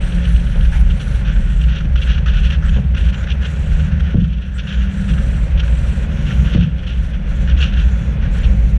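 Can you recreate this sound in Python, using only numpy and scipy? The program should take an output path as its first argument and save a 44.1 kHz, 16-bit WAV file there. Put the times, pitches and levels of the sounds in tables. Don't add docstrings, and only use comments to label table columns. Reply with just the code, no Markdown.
import sys
import numpy as np
from scipy import signal
from scipy.fft import rfft, irfft, next_fast_len
from scipy.io import wavfile
from scipy.ndimage import uniform_filter1d, minimum_filter1d, map_coordinates

SR = 44100
rng = np.random.default_rng(int(sys.argv[2]) if len(sys.argv) > 2 else 0)


def transcribe(signal):
    frames = np.atleast_2d(signal).T
    limited = np.clip(frames, -1, 1)
    pcm = np.round(limited * 32767).astype(np.int16)
    wavfile.write(sys.argv[1], SR, pcm)


N = 387193
T = np.arange(N) / SR


def amp(db):
    return 10 ** (np.asarray(db) / 20)


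def unit(x):
    return x / np.sqrt(np.mean(x ** 2) + 1e-20)


def curves(rows):
    s, *cols = np.transpose(rows)
    return [np.interp(T, s, c) for c in cols]


def wobble(rate):
    knots = rng.standard_normal(int(N * rate / SR) + 4)
    return map_coordinates(knots, [T * rate])


def filtered(x, response):
    size = next_fast_len(N + 8192)
    return irfft(rfft(x, size) * response(np.fft.rfftfreq(size, 1 / SR)), size)[:N]


def noise(spectrum):
    f, db = np.transpose(spectrum)

    def colour(hz):
        return amp(np.interp(np.log(hz + 1), np.log(f), db))
    return unit(filtered(rng.standard_normal(N), colour))


def even(x, span):
    size = max(int(span * SR), 2)
    power = uniform_filter1d(uniform_filter1d(x ** 2, size), size)
    return x / np.sqrt(np.abs(power) + 1e-4)


def add(track, s, sound):
    part = track[max(round(s * SR), 0):][:len(sound)]
    part += sound[:len(part)]


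def hum(hz, tones, waver_db, rough):
    phase = 2 * np.pi * np.cumsum(hz) / SR + rough * wobble(18)
    out = np.zeros(N)
    for multiple, db in tones:
        start = rng.uniform(0, 2 * np.pi)
        out += amp(db + waver_db * wobble(6)) * np.sin(multiple * phase + start)
    return out


# start_s, level_db
BUFFETING = [(0.0, -11), (0.07, -19), (0.09, -22.5), (0.9, -13), (0.98, -25.5), (1.56, -13), (1.61, -22.5),
             (2.15, -19.5), (2.25, -32), (2.35, -9.5), (2.52, -27), (2.76, -13), (2.83, -33), (2.93, -24.5),
             (3.54, -38), (3.74, -14.5), (3.86, -24), (4.67, -40), (5.21, -22), (6.77, -26.5), (7.58, -19),
             (8.19, -34), (8.21, -19.5), (8.78, -18.5)]
# start_s, level_db
BOOMING = [(0.0, -17.5), (0.05, -14), (0.12, -21.5), (0.37, -9), (0.41, -19), (0.95, -11), (1.0, -29.5),
           (1.17, -14.5), (1.46, -22.5), (1.71, -10.5), (1.76, -26), (1.91, -15.5), (3.13, -14),
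           (3.18, -26), (3.35, -13.5), (3.57, -24), (3.62, -15), (3.89, -19.5), (4.05, -13), (4.11, -24),
           (4.2, -13.5), (4.62, -23.5), (4.89, -13), (4.94, -28), (5.11, -17), (5.7, -14), (6.28, -24.5),
           (6.38, -12), (6.45, -10), (6.51, -20.5), (6.6, -13), (6.92, -22.5), (7.04, -11), (7.09, -22.5),
           (7.29, -23), (7.63, -8.5), (7.7, -29), (7.78, -11.5), (8.29, -21.5), (8.53, -10.5), (8.78, -14)]
# start_s, pitch_hz
BOOM_PITCH = [(0, 58), (1.5, 57), (2.4, 61), (3.1, 61), (3.65, 66), (3.95, 68), (4.25, 58), (6.4, 60),
              (7.5, 58), (8.78, 60)]
# freq_hz, level_db (per Hz)
BUFFET_SPECTRUM = [(5, -47), (19, -20), (29, -13), (39, -1), (46, 0.5), (58, -26), (110, -47.5),
                   (300, -120)]
BOOM_SPECTRUM = [(30, -42.5), (47, -11.5), (55, -3), (60, 2), (64, 1), (73, -13), (90, -23.5), (160, -53),
                 (400, -120)]
BOOM_HZ = 60


def body():
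    (buffet_db,), (boom_db,), (boom_hz,) = curves(BUFFETING), curves(BOOMING), curves(BOOM_PITCH)
    position = np.cumsum(boom_hz / BOOM_HZ) % N
    boom = np.interp(position, np.arange(N), even(noise(BOOM_SPECTRUM), span=0.12))
    buffet = even(noise(BUFFET_SPECTRUM), span=0.22)
    return amp(buffet_db + 2) * buffet + amp(boom_db + 1.5) * boom


# start_s, firing_hz, firing_db, octave_db, level_db at 2.5 times the firing rate
ENGINE = [(0, 88, -35, -30, -40), (.17, 87, -34, -18, -41), (.6, 84, -36, -31, -39),
          (1.35, 80.3, -34, -33, -41), (1.67, 78, -31.5, -20.5, -44), (2, 77, -22, -30, -36.5),
          (2.35, 76.8, -30, -23, -27.5), (2.85, 76.5, -22, -30, -28.5), (3.4, 76.2, -21, -33.5, -41),
          (3.85, 76.6, -19.5, -18, -30), (4.15, 76.5, -27, -30.5, -25), (4.6, 77, -31, -32.5, -29),
          (5.1, 77.7, -30, -21, -22.5), (5.35, 77.5, -29, -25.5, -43), (5.9, 76.5, -19, -30.5, -41),
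          (6.4, 75.5, -25, -21, -36), (6.9, 75, -41, -38.5, -40), (8.78, 73.6, -34, -35, -43)]
# start_s, pitch_hz, fundamental_db, octave_db
DRIVE_LINE = [(0, 65.47, -22, -26.5), (1.4, 63.7, -27, -31), (1.85, 64.87, -26, -23.5),
              (2.75, 65.28, -26, -26.5), (3.3, 65.6, -26, -30), (3.85, 64.8, -30, -32),
              (4.6, 65.1, -25, -41.5), (5.4, 65.58, -25, -30), (6.3, 65.3, -26, -25.5), (7, 65, -33, -39.5),
              (8.78, 63, -29, -28)]


def engine():
    firing_hz, *firing_db = curves(ENGINE)
    drive_hz, *drive_db = curves(DRIVE_LINE)
    multiples = (1, 2, 2.5)
    firing = hum(firing_hz, zip(multiples, firing_db), waver_db=1.6, rough=0.07)
    drive = hum(drive_hz, zip(multiples, drive_db), waver_db=2.0, rough=0.072)
    return firing + drive


# start_s, rumble_db, roar_db
ROAD = [(0, -28.5, -38.5), (.7, -24.5, -46), (1.02, -25.5, -42), (1.2, -23, -42.5), (1.7, -26.5, -45.5),
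        (2.15, -28.5, -42), (2.75, -26, -45), (3.1, -26.5, -41.5), (3.55, -26.5, -41.5),
        (3.85, -24.5, -41.5), (4.5, -28.5, -48), (4.9, -29, -43), (5.2, -23, -41), (5.95, -26.5, -40),
        (6.5, -21.5, -40.5), (7.1, -27, -44), (7.5, -23.5, -40.5), (8, -25, -41.5), (8.45, -20.5, -39),
        (8.78, -25.5, -42)]
# start_s, level_db
DRONING = [(0, -59), (3.3, -52.5), (5.2, -49.5), (6.3, -45), (7, -47), (7.6, -41), (8.78, -49)]
# start_s, pitch_hz, level_db
TREAD = [(5.2, 223.3, -49), (6, 218, -32), (6.3, 209.5, -28), (6.9, 207.6, -43), (7.6, 203.6, -31.5),
         (8.2, 199.7, -26), (8.78, 196.5, -30)]
# multiple (of its pitch), level_db
TREAD_TONES = [(1, 0), (1.25, -17.5), (1.5, -18.5)]
# freq_hz, level_db (per Hz)
RUMBLE_SPECTRUM = [(50, -22), (95, 0), (117, -4), (131, -1.5), (143, -3), (156, -2), (171, 0.5),
                   (183, -3.5), (200, -5), (250, -20), (340, -33), (600, -32.5), (2000, -120)]
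DRONE_SPECTRUM = [(200, -18.5), (255, 0.5), (295, 2), (340, -10.5), (430, -23.5), (1000, -91)]
TYRE_SPECTRUM = [(120, -27), (280, -1), (350, -1.5), (470, 1.5), (512, 2.5), (547, 7.5), (585, 0.5),
                 (630, -2.5), (850, -6.5), (1200, -9.5), (2500, -6.5), (5000, -31), (15000, -57.5)]


def road():
    rumble_db, roar_db = curves(ROAD)
    tread_hz, tread_db = curves(TREAD)
    rumble = amp(rumble_db + 0.8 + 1.3 * wobble(18)) * even(noise(RUMBLE_SPECTRUM), span=0.11)
    drone = amp(curves(DRONING)[0] - 3) * noise(DRONE_SPECTRUM)
    tones = [(multiple, tread_db + db) for multiple, db in TREAD_TONES]
    tread = hum(tread_hz, tones, waver_db=1.0, rough=0.31)
    roar = amp(roar_db + 2.5 + 0.52 * wobble(40)) * noise(TYRE_SPECTRUM)
    return rumble + drone + tread + roar


WHISTLE_FLATNESS = 6.3


def arch(length):
    off = np.abs(np.linspace(-1, 1, int(length * SR)))
    return 1 - off ** WHISTLE_FLATNESS, off


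# start_s, lower_db, upper_db (its two resonances)
AIRSTREAM = [(0, -44.5, -42), (1.4, -45.5, -48), (1.75, -46.5, -44), (1.88, -45, -54), (2.1, -45, -40),
             (2.23, -46, -49), (2.4, -45, -36), (2.6, -45, -55), (2.72, -42.5, -39), (2.88, -50, -53),
             (3.02, -43.5, -39), (3.3, -41.5, -50.5), (3.7, -46.5, -44), (4, -40, -42.5), (4.42, -46, -37),
             (4.52, -42.5, -45.5), (4.7, -44.5, -43), (5.2, -44, -47), (6.3, -46, -44.5), (7.1, -46.5, -47),
             (7.9, -45.5, -49.5), (8.78, -53.5, -59)]
# start_s, length_s, lower_db, upper_db
PUFFS = [(0.069, 0.011, -35, -44), (0.119, 0.0077, -46, -32), (0.228, .014, -41, -31),
         (0.238, 0.045, -35, -38), (0.358, 0.011, -43, -34), (0.604, 0.0096, -45, -33),
         (0.642, 0.017, -47, -33), (0.72, 0.04, -33.5, -43), (0.895, 0.024, -44, -33.5),
         (0.995, 0.026, -36, -35.5), (1.244, .08, -33.5, -35), (1.611, .01, -39, -30.5),
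         (1.636, 0.0071, -43, -35), (1.674, 0.081, -36, -36), (1.704, 0.0074, -33, -50),
         (1.749, 0.049, -41, -34.5), (1.799, 0.014, -28.5, -42), (1.845, 0.013, -40, -40.5),
         (1.954, 0.011, -29.5, -30), (1.97, .022, -37, -32), (2.012, 0.027, -36, -29.5),
         (2.063, 0.081, -33, -31.5), (2.09, 0.011, -41, -40), (2.15, 0.032, -40, -49),
         (2.175, 0.014, -33, -33.5), (2.258, 0.011, -24, -29.5), (2.27, 0.027, -29.5, -29),
         (2.305, 0.088, -38, -37), (2.348, 0.031, -40, -41), (2.43, 0.045, -36, -29),
         (2.5, 0.0094, -27, -26), (2.517, 0.037, -30.5, -32.5), (2.62, 0.058, -32, -47),
         (2.684, .015, -49, -34.5), (2.945, .01, -30, -32.5), (2.961, 0.022, -31, -32),
         (3.035, 0.032, -44, -39), (3.082, .02, -42, -33), (3.124, 0.024, -31.5, -32.5),
         (3.229, 0.015, -32, -34.5), (3.267, 0.013, -33, -33), (3.282, 0.023, -34, -34),
         (3.301, 0.025, -44, -31.5), (3.411, 0.034, -34, -39), (3.445, .022, -34, -30.5),
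         (3.718, 0.027, -40, -50), (3.791, .015, -34, -39), (3.918, .012, -39, -38),
         (3.996, 0.013, -31, -37.5), (4.025, 0.055, -47, -45), (4.197, .02, -41, -37.5),
         (4.238, .02, -38, -35), (4.327, 0.011, -47, -38), (4.413, 0.018, -40, -37),
         (4.579, 0.028, -35, -29.5), (4.664, 0.076, -34, -33), (4.717, 0.024, -45, -40),
         (4.775, 0.09, -40, -41), (5.077, 0.028, -32.5, -36), (5.109, 0.011, -42, -33.5),
         (5.133, .009, -37, -34), (5.175, 0.014, -29, -37), (5.572, 0.037, -34, -34),
         (5.593, 0.0098, -47, -28.5), (5.627, 0.019, -32, -40), (5.676, 0.013, -35, -37),
         (6.113, .02, -39, -44), (6.19, .025, -37, -42), (6.257, 0.074, -38.5, -35.5),
         (6.3, 0.016, -32, -48), (6.441, 0.069, -35, -35), (6.518, 0.11, -32, -29.5),
         (6.779, 0.021, -44, -36.5), (6.825, .025, -38, -40), (6.862, 0.06, -37, -32.5),
         (7.13, 0.03, -41, -44), (7.47, 0.05, -31.5, -36.5), (7.492, 0.023, -50, -33),
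         (7.565, 0.11, -35.5, -32), (7.601, .052, -38, -29.5), (7.723, 0.05, -40, -40),
         (7.768, 0.055, -38, -35.5), (8.211, 0.063, -35, -41.5), (8.34, 0.07, -34.5, -39.5),
         (8.429, 0.026, -36, -32.5)]
# start_s, length_s, top_hz, whistle_db, hiss_db
WHISTLES = [(0, .24, 8460, -66, -56.5), (0.23, 0.16, 9350, -65, -56.5), (0.364, 0.38, 9300, -68, -59),
            (0.713, 0.12, 9900, -65, -57.5), (0.824, 0.13, 7800, -72, -62), (0.935, 0.3, 9650, -67, -55),
            (1.302, 0.41, 7900, -65, -62.5), (1.991, 0.098, 7060, -68, -58.5),
            (2.334, .23, 6970, -76, -61.5), (2.635, 0.084, 7900, -66, -66), (2.668, 0.15, 6585, -67, -68),
            (2.96, 0.16, 7410, -69, -60), (3.12, 0.14, 6855, -65, -63), (3.398, 0.51, 7300, -63.5, -59.5),
            (4.54, 0.046, 7960, -62, -74), (4.61, 0.27, 6480, -65, -65), (4.87, 0.67, 7900, -63.5, -58),
            (5.616, 0.46, 7900, -62, -57.5), (6.08, 0.49, 6380, -63.5, -64), (6.86, .26, 6500, -73, -64),
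            (7.27, 0.24, 6860, -66, -62), (7.569, 0.12, 6600, -57.5, -69), (7.746, 0.42, 6520, -63.5, -63),
            (8.304, 0.096, 7460, -65, -59), (8.388, 0.41, 6400, -65.5, -64)]
# freq_hz, level_db (per Hz)
RASP_SPECTRUM = [(300, -26.5), (800, -17.5), (1150, -8), (1450, 7), (1750, 4), (2150, -7), (2750, -15),
                 (3500, -20.5), (5000, -25), (5850, -15.5), (9000, -53), (15000, -77.5)]
SIZZLE_SPECTRUM = [(1700, -45.5), (2300, 1), (2750, 9), (3350, 6), (3900, -5.5), (5000, -20), (5850, -11.5),
                   (7000, -31.5), (9000, -56), (15000, -81)]
HISS_SPECTRUM = [(1500, -6), (4000, 10.5), (5100, -3), (5850, 8), (6600, 1), (8400, 1), (9100, -2.5),
                 (9700, -0.5), (10300, -7.5), (11000, -3.5), (12000, -18), (15000, -29)]
SPIT_SPECTRUM = [(2800, -36), (4200, 9.5), (5100, -4), (5900, -2), (7500, -8.5), (10500, -21.5),
                 (13000, -40.5)]
HISS_FLOOR_DB, SMOOTH_RASP_DB = -68, 3.5
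PUFF_ATTACK_S, PUFF_SLOWING, PUFF_FASTEST_S = .005, 1.3, .005
PUFF_TYPICAL_S, PUFF_COLLAPSE = 0.048, 3.77


def wind():
    low_db, high_db = curves(AIRSTREAM)
    low_puffs, high_puffs, smooth, hiss_gain = np.zeros((4, N))
    t = T[:SR // 3]
    for s, length, lower_db, upper_db in PUFFS:
        attack = max(PUFF_FASTEST_S, PUFF_ATTACK_S * (length / PUFF_TYPICAL_S) ** PUFF_SLOWING)
        puff = np.tanh(t / attack) / np.hypot(1, (t / length) ** PUFF_COLLAPSE)
        add(low_puffs, s, amp(lower_db) * puff)
        add(high_puffs, s, amp(upper_db) * puff)
    for s, length, _, _, hiss_db in WHISTLES:
        swell, _ = arch(length)
        add(smooth, s, swell)
        add(hiss_gain, s, amp(hiss_db) * swell)
    stream_db = SMOOTH_RASP_DB * np.minimum(smooth, 1) + 1.0 * wobble(22)
    low_gain = np.hypot(amp(low_db + stream_db - 0.5), amp(-3.0) * low_puffs)
    low = noise(RASP_SPECTRUM) * low_gain * amp(0.22 * wobble(70))
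    high_stream = amp(high_db + stream_db - 5.0 + 0.93 * wobble(32))
    high_gain = np.hypot(high_stream, amp(-2.0) * high_puffs)
    high = noise(SIZZLE_SPECTRUM) * high_gain * amp(1.6 * wobble(80))
    flutter = amp(1.1 * wobble(70) + 1.4 * wobble(260))
    hiss_level = np.hypot(hiss_gain, amp(HISS_FLOOR_DB + 1.2 * wobble(12)))
    hiss = noise(HISS_SPECTRUM) * hiss_level * amp(7.0 + 2.1 * wobble(60))
    spit_gain = high_puffs * np.sqrt(np.minimum(1, high_puffs / amp(-38.5)))
    spit = noise(SPIT_SPECTRUM) * spit_gain * amp(-23 + 3.9 * wobble(110))
    return flutter * (low + high + spit) + hiss


# freq_hz, level_db (per Hz)
SKIRT_SPECTRUM = [(20, -2.5), (200, -9), (450, 0.0), (900, -9.5), (2000, -45.5), (5000, -87)]
WHISTLE_SAG = 0.14


def whistle():
    out = np.zeros(N)
    skirt = noise(SKIRT_SPECTRUM)
    warble = 1 + 0.022 * wobble(45)
    for s, length, top_hz, db, _ in WHISTLES:
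        swell, off = arch(length)
        now = (round(s * SR) + np.arange(len(swell))) % N
        hz = top_hz * (1 - WHISTLE_SAG * off ** 3) * warble[now]
        phase = 2 * np.pi * np.cumsum(hz) / SR
        add(out, s, amp(db + 9.5) * swell * skirt[now] * np.sin(phase))
    return out * amp(1.4 * wobble(40))


# start_s, length_s, start_hz, end_hz, level_db
CHIRPS = [(0, 0.11, 8300, 8500, -50), (.245, 0.055, 7900, 10000, -53), (.342, .072, 8250, 8400, -54),
          (0.71, .035, 7800, 9000, -53), (0.93, 0.075, 6960, 9800, -59), (2.645, 0.037, 8200, 7560, -53),
          (2.69, 0.1, 6910, 6400, -57), (3.15, .075, 6900, 6800, -55), (4.535, .04, 7200, 8540, -55),
          (8.312, 0.044, 6450, 8190, -52), (8.405, 0.03, 6900, 7400, -52)]


def chirps():
    out = np.zeros(N)
    waver = 1 + .018 * wobble(75) + .008 * wobble(900)
    for s, length, start_hz, end_hz, db in CHIRPS:
        swell, _ = arch(length)
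        now = (round(s * SR) + np.arange(len(swell))) % N
        hz = np.linspace(start_hz, end_hz, len(swell)) * waver[now]
        add(out, s, amp(db) * swell * np.sin(2 * np.pi * np.cumsum(hz) / SR))
    return out * amp(2.3 * wobble(120))


WHINE_HZ, WHINE_FLOOR_DB, WHINE_SWELL_DB = 3400, -66, -57.5
WHINE_AT_S, WHINE_LENGTH_S = 6.5, 2


def whine():
    gain = np.full(N, amp(WHINE_FLOOR_DB))
    add(gain, WHINE_AT_S, amp(WHINE_SWELL_DB) * arch(WHINE_LENGTH_S)[0])
    waver, drift = amp(1.5 * wobble(7)), 1 + .0025 * wobble(40)
    return gain * waver * np.sin(2 * np.pi * np.cumsum(WHINE_HZ * drift) / SR)


def ring(modes, attack):
    t = T[:SR]
    tones = np.zeros(SR)
    for hz, db, t60 in modes:
        tones += amp(db + rng.normal(0, 1) - 60 * t / t60) * np.sin(2 * np.pi * hz * t)
    return tones * (1 - np.exp(-t / attack))


# start_s, knock_db, thud_db, clatter_db, rebound_db (over the first blow)
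BUMPS = [(0.555, -27, -14, -30, 1.5), (1.392, -17, -14.5, -48, -1), (1.845, -13, -13, -44, 1),
         (2.761, -15, -10, -27.5, 0), (3.01, -17, -19, -44, 2), (4.144, 3, 5.5, -31, -0.5),
         (5.1, -14, -9.5, -48, -1), (6.549, 3.5, 5, -24, 0.5)]
# delay_s, ring_db (panels), heave_db (spring)
REBOUNDS = [(.003, 0.5, 6.5), (.033, 1, 1), (0.078, 0, -8)]
# freq_hz, level_db, t60_s
SUSPENSION = [(220, -1, 0.049), (306, -7, 0.055), (368, -11, 0.045), (479.4, -24.5, 0.22),
              (550, -26.5, 0.11), (637, -28.5, .1)]
# freq_hz, level_db, t60_s
PANELS = [(63.5, -4.5, 0.35), (97.4, -1.5, 0.2), (112, -7, 0.15), (150, 1, 0.22), (168.8, 0.5, 0.27),
          (189.2, -6.5, 0.17), (227.3, -13.5, 0.18)]
# freq_hz, level_db (per Hz)
CLATTER_SPECTRUM = [(200, -9), (420, -1.0), (540, 6.0), (650, -3.0), (820, -7.5), (1200, -11.5),
                    (3000, -17.0), (9000, -66.0)]
SPRING_HZ, HEAVE_LAG_S = 79.6, 0.00654


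def bumps():
    out, t = np.zeros(N), T[:SR]
    clatters = noise(CLATTER_SPECTRUM)
    heave = -np.sin(2 * np.pi * SPRING_HZ * t) * amp(-60 * t / 0.04) * (1 - np.exp(-t / 0.003))
    for s, knock_db, thud_db, clatter_db, rebound_db in BUMPS:
        clatter = np.roll(clatters, -round(s * SR))[:SR]
        rattle = amp(-60 * t / 0.22) * (1 - np.exp(-t / 0.0018))
        add(out, s, amp(clatter_db) * clatter * rattle)
        add(out, s, amp(knock_db) * ring(SUSPENSION, attack=0.0049))
        for i, (delay, ring_db, heave_db) in enumerate(REBOUNDS):
            blow_db = thud_db + (rebound_db if i else 0)
            add(out, s + delay, amp(blow_db + ring_db - 8.5) * ring(PANELS, attack=0.0079))
            add(out, s + delay + HEAVE_LAG_S, amp(blow_db + heave_db) * heave)
    return out


# middle_s (nearest point), level_db, half_length_s, fizz_db (treble)
PASSES = [(0.758, -36.5, 0.018, -58), (1.305, -49, 0.27, -71), (6.362, -50, 0.13, -54.5)]
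# freq_hz, level_db (per Hz)
SWISH_SPECTRUM = [(200, -21), (500, -7.5), (850, 5), (1200, -9), (2200, 2), (4000, -18.5), (7000, -19),
                  (12000, -33.5), (15000, -39)]
FIZZ_SPECTRUM = [(3000, -16), (6000, 7), (9000, -2), (11500, -7.5), (13500, -13), (15000, -16),
                 (15700, -30.5)]
FIZZ_PEAK, FIZZ_END, FIZZ_STEEPNESS = .3, 1.1, 5


def passes():
    swish, fizz = np.zeros((2, N))
    for s, db, half, fizz_db in PASSES:
        along = (T - s) / half
        swish += amp(db) ** 2 / (1 + along ** 2)
        cutoff = (1 - np.tanh(FIZZ_STEEPNESS * (along - FIZZ_END))) / 2
        fizz += amp(fizz_db) ** 2 / (1 + (along - FIZZ_PEAK) ** 2) * cutoff
    return np.sqrt(swish) * noise(SWISH_SPECTRUM) + np.sqrt(fizz) * noise(FIZZ_SPECTRUM)


def scene():
    car = body() + engine() + road() + bumps()
    air = wind() + whistle() + chirps() + whine()
    return (car + air + passes())[None]


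LIMITER_HOLD_S, LIMITER_RELEASE_DB_PER_S = 0.12, 8
LIMITER_SLOW_ABOVE_DB = 3.5
TOP_HZ = 15700


def record(dry):
    ceiling = .95
    over_db = 20 * np.log10(np.maximum(1, np.abs(dry[0]) / ceiling))
    hold, ramp = int(LIMITER_HOLD_S * SR), SR // 100
    held_db = -minimum_filter1d(LIMITER_SLOW_ABOVE_DB - over_db, size=hold, origin=(hold - 1) // 2)
    release_db = LIMITER_RELEASE_DB_PER_S * T
    slow_db = np.maximum.accumulate(held_db + release_db) - release_db
    duck_db = np.maximum(over_db, slow_db)
    gain = uniform_filter1d(minimum_filter1d(amp(-duck_db), size=2 * ramp), size=ramp)
    fade = np.minimum(1, np.minimum(np.arange(N), np.arange(N)[::-1]) / ramp)
    lowpass = signal.ellip(10, .1, 90, TOP_HZ, fs=SR, output="sos")
    return signal.sosfilt(lowpass, dry * gain * fade)


dry = scene()
out = record(dry)
transcribe(out)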